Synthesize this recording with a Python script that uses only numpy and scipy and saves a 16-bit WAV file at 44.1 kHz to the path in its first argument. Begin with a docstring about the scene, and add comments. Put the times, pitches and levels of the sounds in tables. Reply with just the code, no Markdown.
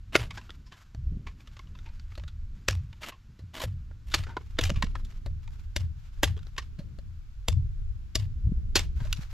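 """Outdoors, beside a wooden deck: an axe splits a dry board into kindling on a stump.
Chops, splits and clacks are dying swarms of noise snaps that drive resonators at the wood's modes.
Thumps are swept low sines plus shuddering noise, thuds are short cosine swings, a steel ring is decaying sines.
Rasps, rustle, hush, rumble and soft bumps are coloured noise under level curves; sparse outdoor scatter
answers the wood hits."""
import sys
import numpy as np
from scipy import signal
from scipy.fft import rfft, irfft, next_fast_len
from scipy.io import wavfile

SR = 44100
rng = np.random.default_rng(int(sys.argv[2]) if len(sys.argv) > 2 else 0)


def file_out(sig):
    """Save sig as 16-bit WAV at sys.argv[1]."""
    # one column per channel
    cols = np.atleast_2d(sig).T
    # limit, then scale
    lim = np.clip(cols, -1, 1)
    pcm = np.round(lim * 32767).astype(np.int16)
    wavfile.write(sys.argv[1], SR, pcm)


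N = 411435
TIME = np.arange(N) / SR


def from_db(db):
    """dB to amplitude factor."""
    return 10 ** (np.asarray(db) / 20)


def rms_one(x):
    """Scale to rms 1."""
    return x / np.sqrt(np.mean(x ** 2) + 1e-20)


def add(track, s, sound):
    """Mix a sound in from time s."""
    at = round(s * SR)
    track[..., at:at + sound.shape[-1]] += sound[..., :N - at]


def band(x, low_hz, high_hz):
    """Band-pass, Butterworth."""
    return signal.sosfilt(signal.butter(2, [low_hz, high_hz], "band", fs=SR, output="sos"), x)


def resonate(x, hz, width_hz):
    """Two-pole resonance, about unity gain at its peak."""
    r = np.exp(-np.pi * width_hz / SR)
    feedback = [1, -2 * r * np.cos(2 * np.pi * hz / SR), r * r]
    return signal.lfilter(np.array([1, 0, -1]) * (1 - r * r) / 2, feedback, x)


def coloured(x, colour):
    """Shape a noise by a dB curve over log frequency; rms 1."""
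    hz, db = np.transpose(colour)
    size = next_fast_len(x.shape[-1])
    f = np.maximum(np.fft.rfftfreq(size, 1 / SR), 1)
    gain = from_db(np.interp(np.log(f), np.log(hz), db, left=-90, right=-90))
    return rms_one(irfft(rfft(x, size) * gain, size)[..., :x.shape[-1]])


def stereo_noise(colour, side_db, grain_db=0):
    """Mid/side noise with a weaker side; uneven grain makes it crackle."""
    grain = from_db(grain_db * rng.standard_normal(N))
    mid, side = coloured(rng.standard_normal((2, N)) * grain, colour)
    return rms_one(mid + from_db(side_db) * side * np.array([[1], [-1]]))


def flutter(per_s, depth_db):
    """Random gain: per_s new values a second, joined by lines, depth_db scales them."""
    steps = rng.standard_normal(N)
    return from_db(depth_db * np.interp(TIME * per_s, np.arange(N), steps))


SWELLS_PER_S, SWELL_DB = 10, 3
RUMBLE_GAIN_DB, BUMP_GAIN_DB = 6, 7
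# deep rumble spectrum: (f/Hz, relative level/dB)
RUMBLE_SPECTRUM = [(15, -1.5), (30, 0.5), (50, -4.5), (75, -6.5), (110, -12.5), (170, -42)]
# deep rumble curve: (t/s, level/dB before RUMBLE_GAIN_DB)
RUMBLE_LEVEL = [(0.0, -48.5), (0.28, -46), (0.8, -59.5), (1.12, -36), (1.35, -50), (2.6, -44),
                (3.38, -61.5), (3.63, -51), (4.41, -46), (4.65, -39.5), (6.42, -47.5), (6.55, -47.5),
                (7.38, -50), (7.67, -38.5), (8.18, -47), (8.39, -36), (8.94, -39.5), (9.33, -38.5)]


def rumble():
    """Deep noise in uneven swells."""
    level = from_db(np.interp(TIME, *np.transpose(RUMBLE_LEVEL)) + RUMBLE_GAIN_DB)
    return level * flutter(SWELLS_PER_S, SWELL_DB) * stereo_noise(RUMBLE_SPECTRUM, side_db=-8.0)


# soft bumping spectrum: (f/Hz, relative level/dB)
BUMP_SPECTRUM = [(50, -9), (90, -7), (130, -6), (200, -12.5), (300, -22), (550, -37.5), (1000, -58.5)]
# soft bumping curve: (t/s, level/dB before BUMP_GAIN_DB)
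BUMP_LEVEL = [(0.0, -66.5), (0.26, -57), (0.96, -68), (1.14, -48), (1.38, -60.5), (2.73, -62.5),
              (3.22, -68), (4.81, -57), (5.53, -65.5), (6.18, -69), (6.83, -60.5), (7.4, -73),
              (7.72, -63.5), (7.97, -63.5), (8.91, -55), (9.33, -71)]


def soft_bumps():
    """Low noise in uneven swells."""
    level = from_db(np.interp(TIME, *np.transpose(BUMP_LEVEL)) + BUMP_GAIN_DB)
    return level * flutter(SWELLS_PER_S, SWELL_DB) * stereo_noise(BUMP_SPECTRUM, side_db=-5.0)


HUSH_DB = -69
# spectrum of foliage, grass and cloth: (f/Hz, relative level/dB)
RUSTLE_SPECTRUM = [(290, -40), (500, -8.5), (1030, -2), (1480, 1.5), (1640, -1), (1870, -3.5), (2040, -4),
                   (2160, -3), (4600, -7), (7310, -11.5), (9090, -24), (12300, -13.5), (16000, -36.5)]


def hush():
    """Steady noise of foliage."""
    return from_db(HUSH_DB) * stereo_noise(RUSTLE_SPECTRUM, side_db=-1.5)


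RUSTLE_ATTACK_S, RUSTLE_RELEASE_S, RUSTLE_GAIN_DB = 0.021, 0.063, -3.5
# pieces are handled or fall: (start t/s, length/s, level/dB before RUSTLE_GAIN_DB)
RUSTLE_EVENTS = [(0.249, .27, -59), (0.721, 0.11, -58.5), (1.274, 0.96, -66), (2.542, 0.53, -68),
                 (4.225, 0.91, -62.5), (5.416, .24, -63.5), (5.951, 0.69, -67), (8.949, 0.46, -54.5)]


def rustle():
    """Clothes and grass: crackling noise, held for each event, then released exponentially."""
    stir = np.zeros(N)
    for s, length_s, db in RUSTLE_EVENTS:
        attack = np.clip((TIME - s) / RUSTLE_ATTACK_S, 0, 1)
        release = np.exp(-np.maximum(TIME - s - length_s, 0) / RUSTLE_RELEASE_S)
        stir += from_db(db) * attack * release
    noise = stereo_noise(RUSTLE_SPECTRUM, side_db=-3.0, grain_db=6.5)
    return from_db(RUSTLE_GAIN_DB) * stir * flutter(per_s=45, depth_db=5) * noise


# scatter from deck, grass and trees: (f/Hz, relative level/dB)
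SCATTER_SPECTRUM = [(150, -7), (500, -3.5), (900, -12), (1400, -8.5), (3400, -4.5), (7000, 0), (10000, 5),
                    (15000, -10.5)]


def yard(x, wet_db=-22, t60_s=0.33, treble_t60_s=.14, onset_s=0.0035, echo_db=-30, echo_s=0.043):
    """Thin scatter, partly different per ear, plus a blurred wall echo; grass and leaves swallow treble first."""
    t = TIME[:SR // 2]
    sparse = rng.standard_normal((3, len(t))) * from_db(7 * rng.standard_normal(len(t)))
    echoes = coloured(sparse[:2] + sparse[2], SCATTER_SPECTRUM)   # the third noise is common to both ears
    echoes = echoes * flutter(per_s=480, depth_db=5.0)[:len(t)]
    dull = signal.sosfilt(signal.butter(2, 4200, fs=SR, output="sos"), echoes)
    bright = signal.sosfilt(signal.butter(2, 4200, "high", fs=SR, output="sos"), echoes)
    decaying = dull * from_db(-60 * t / t60_s) - bright * from_db(-60 * t / treble_t60_s)
    scatter = decaying * (1 - np.exp(-t / onset_s))
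    wall = dull * np.exp(-((t - echo_s) / 0.0035) ** 2)
    response = from_db(wet_db) * scatter / np.linalg.norm(scatter[0])
    response = response + from_db(echo_db) * wall / np.linalg.norm(wall[0])
    return signal.fftconvolve(x[None], response, axes=1)[:, :N]


# feet and falling sticks on the turf: (t/s, relative level/dB, f/Hz)
TURF_THUDS = [(1.074, -20, 64.9), (1.123, -26, 147), (1.172, -25.5, 161), (3.44, -34, 131),
              (3.664, -31, 139), (4.718, -20.5, 171), (4.776, -18.5, 103), (4.84, -18.5, 178),
              (6.795, -23, 149), (7.821, -20.5, 61), (7.913, -19.5, 56.5), (8.371, -21.5, 62.7),
              (8.456, -13.5, 64), (8.474, -13, 96.3), (8.494, -20.5, 128), (8.522, -17.5, 174),
              (8.577, -19, 58), (8.969, -16.5, 61), (9.019, -20.5, 112), (9.193, -23.5, 133)]


def thuds():
    """A soft contact gives one swing of pressure and a small rebound."""
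    out, t = np.zeros(N), np.arange(-SR // 20, SR // 20) / SR
    for s, db, hz in TURF_THUDS:
        cycles = t * hz
        swing = np.cos(2 * np.pi * cycles) * np.exp(-np.hypot(cycles, .08) / 0.5)
        add(out, s + t[0], -from_db(db) * swing)
    return out


def thumps(push_hz=56, push_s=.024, wave_hz=76, sweep_hz=45, sweep_s=.05, swell_s=.06, deck_db=-6, deck_s=0.06):
    """A push, then a ground wave whose higher tones lead, and the deck shudders on."""
    out, t = np.zeros(N), TIME[:SR]
    for s, *_, db in BITES + BOARD_TAPS:
        push_envelope = np.exp(-t / push_s) * (1 - np.exp(-t / 0.00037))
        push = 2.0 * np.sin(2 * np.pi * push_hz * (t - .003)) * push_envelope
        hz = (wave_hz + sweep_hz * np.exp(-t / sweep_s)) * from_db(rng.normal(0, 1.0))
        wave_envelope = (t / swell_s * np.exp(1 - t / swell_s)) ** 2
        wave = 1.1 * np.sin(2 * np.pi * np.cumsum(hz) / SR) * wave_envelope
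        shudder = rms_one(band(band(rng.standard_normal(SR), 54, 140), 54, 140))
        deck = shudder * t / deck_s * np.exp(1 - t / deck_s)
        add(out, s, from_db(db) * (push + wave + from_db(deck_db) * deck))
    return out


TEAR_DELAY_S, TEAR_S, TEAR_FALL_DB = .03, .075, 13.5   # fibres rub along the blade after each bite
TEAR_TREBLE_DB, RASP_TREBLE_HZ = -2.5, 4500
# short dry rubbing strokes: (start t/s, end t/s, start level/dB, end level/dB, treble/dB re stroke)
DRY_RUBS = [(0.13, 0.16, -38.5, -26.5, -12), (0.197, 0.25, -47, -48, -10), (3.014, 3.104, -45, -40.5, -2),
            (3.54, 3.593, -45, -37, -4.5), (3.597, 3.654, -40, -40.5, 3.5),
            (4.067, 4.168, -64.5, -51.5, 5.5)]
# dry friction spectrum: (f/Hz, relative level/dB)
RASP_SPECTRUM = [(120, -48.5), (200, 4.5), (509, -8), (647, 2), (735, -4), (1000, 2), (1270, -3),
                 (2960, -1.5), (9930, -16), (12400, -8), (16000, -27.5)]


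def rasps(edge_s=0.018):
    """Short strokes of dry friction that catch and slip, coloured by the board's resonances."""
    level, treble = np.zeros((2, N))
    tears = []
    for s, *_, db, _ in BITES:
        start = s + TEAR_DELAY_S
        tears.append((start, start + TEAR_S, db, db - TEAR_FALL_DB, TEAR_TREBLE_DB))
    for start, end, first_db, last_db, treble_db in DRY_RUBS + tears:
        gate = np.clip(np.minimum(TIME - start, end - TIME) / edge_s + .5, 0, 1)
        stroke = gate * from_db(np.interp(TIME, [start, end], [first_db, last_db]))
        level += stroke
        treble += from_db(treble_db) * stroke
    slips = flutter(per_s=300, depth_db=3.5) * stereo_noise(RASP_SPECTRUM, side_db=-10, grain_db=7)
    rings = sum(from_db(db + 1.5) * resonate(slips, hz, width_hz) for hz, width_hz, db in BOARD_MODES)
    rub = rms_one(slips + rings)
    dull = signal.sosfiltfilt(signal.butter(1, RASP_TREBLE_HZ, fs=SR, output="sos"), rub)
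    return level * dull + treble * (rub - dull)


# steel head modes: (f/Hz, level/dB re hit, t60/s)
STEEL_MODES = [(3494, -14, .25), (4760, -2, .14), (4996, -9.5, .2), (8380, -20.5, .22), (9960, -7, 0.23),
               (13900, -19.5, .22)]
# blows that leave the head ringing: (t/s, level/dB)
HEAD_HITS = [(0.154, -40)]


def axe_head():
    """The steel rings on as a sum of decaying sines."""
    out, t = np.zeros(N), TIME[:SR // 2]
    for s, hit_db in HEAD_HITS:
        for hz, db, t60_s in STEEL_MODES:
            add(out, s, from_db(hit_db + db - 60 * t / t60_s) * np.sin(2 * np.pi * hz * t))
    return out


HOLLOW = .7   # share of the low mids that a small board fails to radiate
# edges of the registers knock, body, crack, snap: f/Hz
REGISTER_EDGES_HZ = [220, 800, 2200, 5500, 15000]
# board modes, varied per hit: (nominal f/Hz, width/Hz, relative level/dB)
BOARD_MODES = [(333, 92, -6.5), (520, 140, -11), (610, 50, -5.5), (1154, 37, -11), (1730, 110, -5),
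               (2010, 170, -6), (2930, 490, -4), (3420, 19, -3.5), (3690, 95, -6), (4550, 28, -2),
               (5600, 190, -9), (7020, 360, -3)]


def wood_hit(row, rise_s, grain_db, click, board_db, ring_db, ring_q, tear_db, tear_s):
    """A click and a dying swarm of fibre snaps drive the wood's modes.
    Returns the start/s and two sounds: direct, with modes, and spread, the smoother sum of other directions."""
    s, decay_s, low_hz, high_hz, *levels_db = row
    lead_s = .02
    t = np.arange(-round(lead_s * SR), round(.11 * SR)) / SR
    swarm = np.exp(-np.abs(t) / np.where(t < 0, rise_s, decay_s))
    # fibres creak first and tear on afterwards
    tearing = from_db(tear_db) * np.exp(-np.abs(t) / np.where(t < 0, 2 * rise_s, tear_s))
    knots = t[::100]
    clumps = from_db(5 * np.interp(t, knots, rng.standard_normal(len(knots))))
    grain = rng.standard_normal(len(t)) * from_db(grain_db * rng.standard_normal(len(t)))
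    force = (swarm + tearing * clumps) * grain
    force *= np.where(t < -2.5 * rise_s, from_db(-4), 1)   # only a creak before the contact begins
    force[np.argmin(np.abs(t))] += click * np.linalg.norm(force)

    wood = force - HOLLOW * resonate(force, 560, 560)   # low tones radiate only at the modes
    for hz in (low_hz, high_hz):
        wood += from_db(ring_db) * resonate(force, hz, hz / ring_q)
    detune = from_db(rng.normal(0, 0.32))   # board mode pitches vary slightly at random from hit to hit
    for mode_hz, width_hz, db in BOARD_MODES:
        gain = from_db(board_db + db + rng.normal(0, 2))
        wood += gain * resonate(force, mode_hz * detune, width_hz)

    out = 0
    for k, db in enumerate(levels_db):
        part = band(np.array([wood, force]), REGISTER_EDGES_HZ[k], REGISTER_EDGES_HZ[k + 1])
        loudness = np.sqrt(np.sum(part ** 2, axis=1, keepdims=True) / (.01 * SR))   # energy over 10 ms
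        out = out + (-1) ** k * from_db(db) * part / loudness
    return s - lead_s, out


OWN_TONE_DB = 4   # a long stick favours the knock, a short one the body
# contact spectrum, knock, body, crack, snap: relative level/dB
CONTACT_REGISTERS_DB = [0.5, -4, 0, -21]


def stick_contact(s, decay_s, low_hz, high_hz, db, bright_db):
    """wood_hit row: bright_db tilts the registers; the one with the stick's lowest tone stands out."""
    own_db = OWN_TONE_DB * np.sign(REGISTER_EDGES_HZ[1] - low_hz) * np.array([1, -1, 0, 0])
    register = np.arange(len(CONTACT_REGISTERS_DB))
    levels_db = db + own_db + CONTACT_REGISTERS_DB + bright_db * (register - register.mean())
    return (s, decay_s, low_hz, high_hz, *levels_db)


TICKS_PER_S, TICK_DB, TICK_DECAY_S = 6, -57.5, .003   # TICK_DB: mean, before CLACK_GAIN_DB
# tick rings at middle size: f/Hz
TICK_MODES_HZ = [1200, 3130]


def handling_ticks():
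    """Faint touches at random moments of each rustle, random in pitch and force."""
    rows = []
    for start, length_s, _ in RUSTLE_EVENTS:
        for when, size, force in rng.random((round(TICKS_PER_S * length_s), 3)):
            s = min(start + when * length_s, TIME[-1])
            rings_hz = np.multiply(TICK_MODES_HZ, 2 ** (size - .5))
            db = TICK_DB + 10 * (force - .5)
            rows.append(stick_contact(s, TICK_DECAY_S, *rings_hz, db, bright_db=2.0))
    return rows


CLACK_GAIN_DB = -5.5
# sticks and blade knock: (t/s, decay/s, low ring f/Hz, high ring f/Hz, level/dB before CLACK_GAIN_DB,
# brightness/dB per register)
STICK_CLACKS = [(0.308, 0.0068, 1090, 2220, -40, 2.5), (0.3752, 0.0088, 1020, 1600, -39, -1),
                (0.494, 0.0036, 1420, 3340, -49, -4), (0.505, 0.00079, 1260, 3420, -45.5, 5.5),
                (0.668, 0.02, 1030, 5150, -57, 6.5), (0.723, 0.019, 1034, 1670, -47.5, 0.5),
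                (1.271, 0.012, 1080, 2260, -42.5, -1.5), (1.474, 0.0046, 1250, 3360, -52.5, 5.5),
                (1.568, 0.0041, 1180, 1530, -51, 2), (1.5925, 0.0028, 1080, 2190, -47, -0.5),
                (1.752, 0.0045, 990, 3500, -57.5, -1), (1.862, 0.022, 920, 2480, -50.5, -1),
                (1.997, 0.0027, 1440, 4430, -54.5, 7), (2.12, 0.0045, 1250, 2200, -55, 0),
                (2.154, 0.0035, 1280, 3790, -52, 7.5), (2.237, 0.0024, 1270, 3700, -52, -1),
                (2.28, 0.008, 1400, 3620, -49, 6.5), (3.034, 0.014, 1320, 2170, -36, 3.5),
                (3.123, .018, 1090, 2800, -49, -3), (3.604, 0.012, 1040, 3970, -38, -1),
                (3.912, 0.0025, 1420, 1640, -65, -10.5), (4.119, .02, 1450, 3600, -42, 7),
                (4.237, 0.0059, 1380, 1940, -45, 6), (4.269, 0.013, 1390, 1540, -47.5, -4),
                (4.294, 0.024, 960, 1500, -47, -6.5), (4.3684, 0.0047, 1017, 1400, -36, -8.5),
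                (4.702, 0.00088, 644, 2920, -30.5, 3), (4.761, 0.016, 1120, 2480, -41.5, 2.5),
                (4.8249, 0.0045, 1076, 1800, -26, 0), (4.843, 0.0053, 457, 1890, -42, 5),
                (4.954, 0.0048, 1280, 1730, -40, -5), (5.049, 0.0063, 1310, 3480, -59.5, 17.5),
                (6.367, 0.0047, 426, 3220, -52.5, -2.5), (6.43, 0.0023, 1390, 2970, -58.5, 7),
                (6.469, 0.0013, 770, 3900, -53.5, 3), (6.582, 0.0077, 1120, 1880, -30, 2.5),
                (9.004, 0.013, 970, 1540, -48, -3), (9.051, 0.0076, 610, 1640, -48, -0.5),
                (9.072, .001, 1060, 3530, -55, 1), (9.128, 0.0016, 1510, 2860, -31, 13.5)]
# board stood on the stump: (t/s, decay/s, level/dB before CLACK_GAIN_DB, relative ground thump/dB)
BOARD_TAPS = [(.948, 0.0027, -48, -35), (2.178, 0.0058, -41, -37.5), (3.393, 0.0099, -51, -44),
              (4.695, 0.0026, -32, -34), (5.262, 0.0064, -39.5, -33.5), (6.791, 0.015, -44, -40),
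              (6.987, .0045, -48, -38.5)]
# tap rings: f/Hz
TAP_MODES_HZ = [565, 4200]
# tap spectrum, knock, body, crack, snap: relative level/dB
TAP_REGISTERS_DB = [0, -9.5, -6.5, -15]


def clacks(rise_share=0.23):
    """Light touches of dry wood, clearly ringing; the shorter the contact, the more sudden its start."""
    out = np.zeros((2, N))
    taps = [(s, decay_s, *TAP_MODES_HZ, *np.add(TAP_REGISTERS_DB, db)) for s, decay_s, db, _ in BOARD_TAPS]
    sticks = [stick_contact(*row) for row in STICK_CLACKS]
    for row in taps + sticks + handling_ticks():
        add(out, *wood_hit(row, rise_s=rise_share * row[1], grain_db=3.5, click=0.22, board_db=1.5,
                           ring_db=12, ring_q=13, tear_db=-25.5, tear_s=0.011))
    return from_db(CLACK_GAIN_DB) * out


CHOP_GAIN_DB, SPLIT_KNOCK_HZ = -1.42, 780
# blade bites: (t/s, decay/s, low ring f/Hz, high ring f/Hz, knock/dB, body/dB, crack/dB, snap/dB,
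# tearing/dB, relative ground thump/dB); knock to snap before CHOP_GAIN_DB
BITES = [(0.1545, 0.0032, 1400, 2650, -17, -18, -22, -37.5, -43, -35),
         (2.6857, 0.0015, 530, 1680, -31, -28.5, -22.5, -33.5, -52, -28),
         (3.6384, 0.0016, 521, 3760, -32.5, -51, -42, -43, -59.5, -30.5),
         (4.1412, 0.0044, 1210, 4470, -36, -27, -22.5, -41, -44, -32),
         (4.5891, 0.0037, 493, 3700, -25.5, -28.5, -26.5, -43, -43, -29.5),
         (5.764, 0.004, 606, 1840, -36.5, -40, -29, -38.5, -53, -28),
         (6.2335, 0.0014, 451.4, 3060, -23, -23, -30, -27, -50.5, -27),
         (7.4852, 0.0014, 489, 3430, -30.5, -36, -28.5, -31, -72, -23.5),
         (8.1551, 0.0041, 616, 5410, -35, -44, -24.5, -33, -48, -27),
         (8.7572, 0.004, 1420, 4520, -24.5, -33, -19.5, -29.5, -43.5, -31.5)]
# grain gives way ahead of the wedge: (t/s, decay/s, ring f/Hz, level/dB before CHOP_GAIN_DB)
GRAIN_SPLITS = [(0.162, 0.0026, 2644, -27), (2.709, .0034, 6100, -38), (4.146, 0.0044, 4200, -22.5),
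                (4.612, 0.0045, 3290, -33), (4.638, 0.0041, 5350, -29.5), (4.652, 0.011, 2430, -35.5),
                (4.668, 0.013, 3100, -41), (6.2397, .006, 3270, -24), (8.764, 0.011, 4110, -20.5),
                (8.793, 0.0028, 3500, -31)]
# split spectrum, knock, body, crack, snap: relative level/dB
SPLIT_REGISTERS_DB = [-13, -9.5, -0.5, -8.5]


def chops():
    """The wedge bites, and on some blows the grain gives way: bursts of snapping fibres ring the board."""
    out = np.zeros((2, N))
    bites = [row[:-2] for row in BITES]
    splits = [(s, decay_s, SPLIT_KNOCK_HZ, hz, *np.add(SPLIT_REGISTERS_DB, db))
              for s, decay_s, hz, db in GRAIN_SPLITS]
    for row in bites + splits:
        add(out, *wood_hit(row, rise_s=.0016, grain_db=3.5, click=0.14, board_db=4.5,
                           ring_db=4, ring_q=9.3, tear_db=-21.5, tear_s=0.013))
    return from_db(CHOP_GAIN_DB) * out


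def microphone(x):
    """Two hollows in the treble."""
    x = x - .72 * resonate(x, 9000, 2000)
    return x - .6 * resonate(x, 15000, 2500)


# stump to the right: (f/Hz, left-ear phase lag/rad)
LEFT_EAR_LAG = [(100, .1), (600, .38), (2000, 0.4), (5500, 0.88), (8000, 1), (11000, 0.13)]


def from_the_right(x):
    """The left ear lags in phase."""
    size = next_fast_len(N)
    lag = np.interp(np.fft.rfftfreq(size, 1 / SR), *np.transpose(LEFT_EAR_LAG))
    return np.array([irfft(rfft(x, size) * np.exp(-1j * lag), size)[:N], x])


def scene():
    """Background, ground sounds, and wood hits with their scatter."""
    background = rumble() + soft_bumps() + rustle() + hush()
    direct, spread = microphone(chops() + clacks())
    sway = from_db(-8.5) * thumps() * np.array([[1], [-1]])   # the deck also rocks sideways
    low = (thumps() + thuds()) * from_db([[1.0], [-1.0]]) + sway
    return from_the_right(direct + axe_head()) + yard(spread) + low + rasps() + background


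CUTOFF_HZ = 15700
# stereo image opens from mono: (t/s, width 0-1)
IMAGE_WIDTH = [(0, 0), (3.5, 0), (4.15, 0.47), (4.7, 0.7), (5.8, 0.87), (7.5, 1), (9.33, 1)]


def record(dry, diffuse_hz=10200, smear_s=0.00059):
    """The image widens slowly, the highest treble has no clear direction, the top is cut steeply."""
    mid = dry.mean(axis=0)
    wide = mid + np.interp(TIME, *np.transpose(IMAGE_WIDTH)) * (dry - mid)
    size = next_fast_len(N)
    above_hz = np.maximum(np.fft.rfftfreq(size, 1 / SR) - diffuse_hz, 0)
    turn = np.exp(-2j * np.pi * above_hz * smear_s)   # left channel only
    wide[0] = irfft(rfft(wide[0], size) * turn, size)[:N]
    soft = signal.sosfilt(signal.butter(3, 14200, fs=SR, output="sos"), wide)
    return signal.sosfilt(signal.ellip(10, .1, 80, CUTOFF_HZ, fs=SR, output="sos"), soft)


dry = scene()
out = record(dry)
file_out(out)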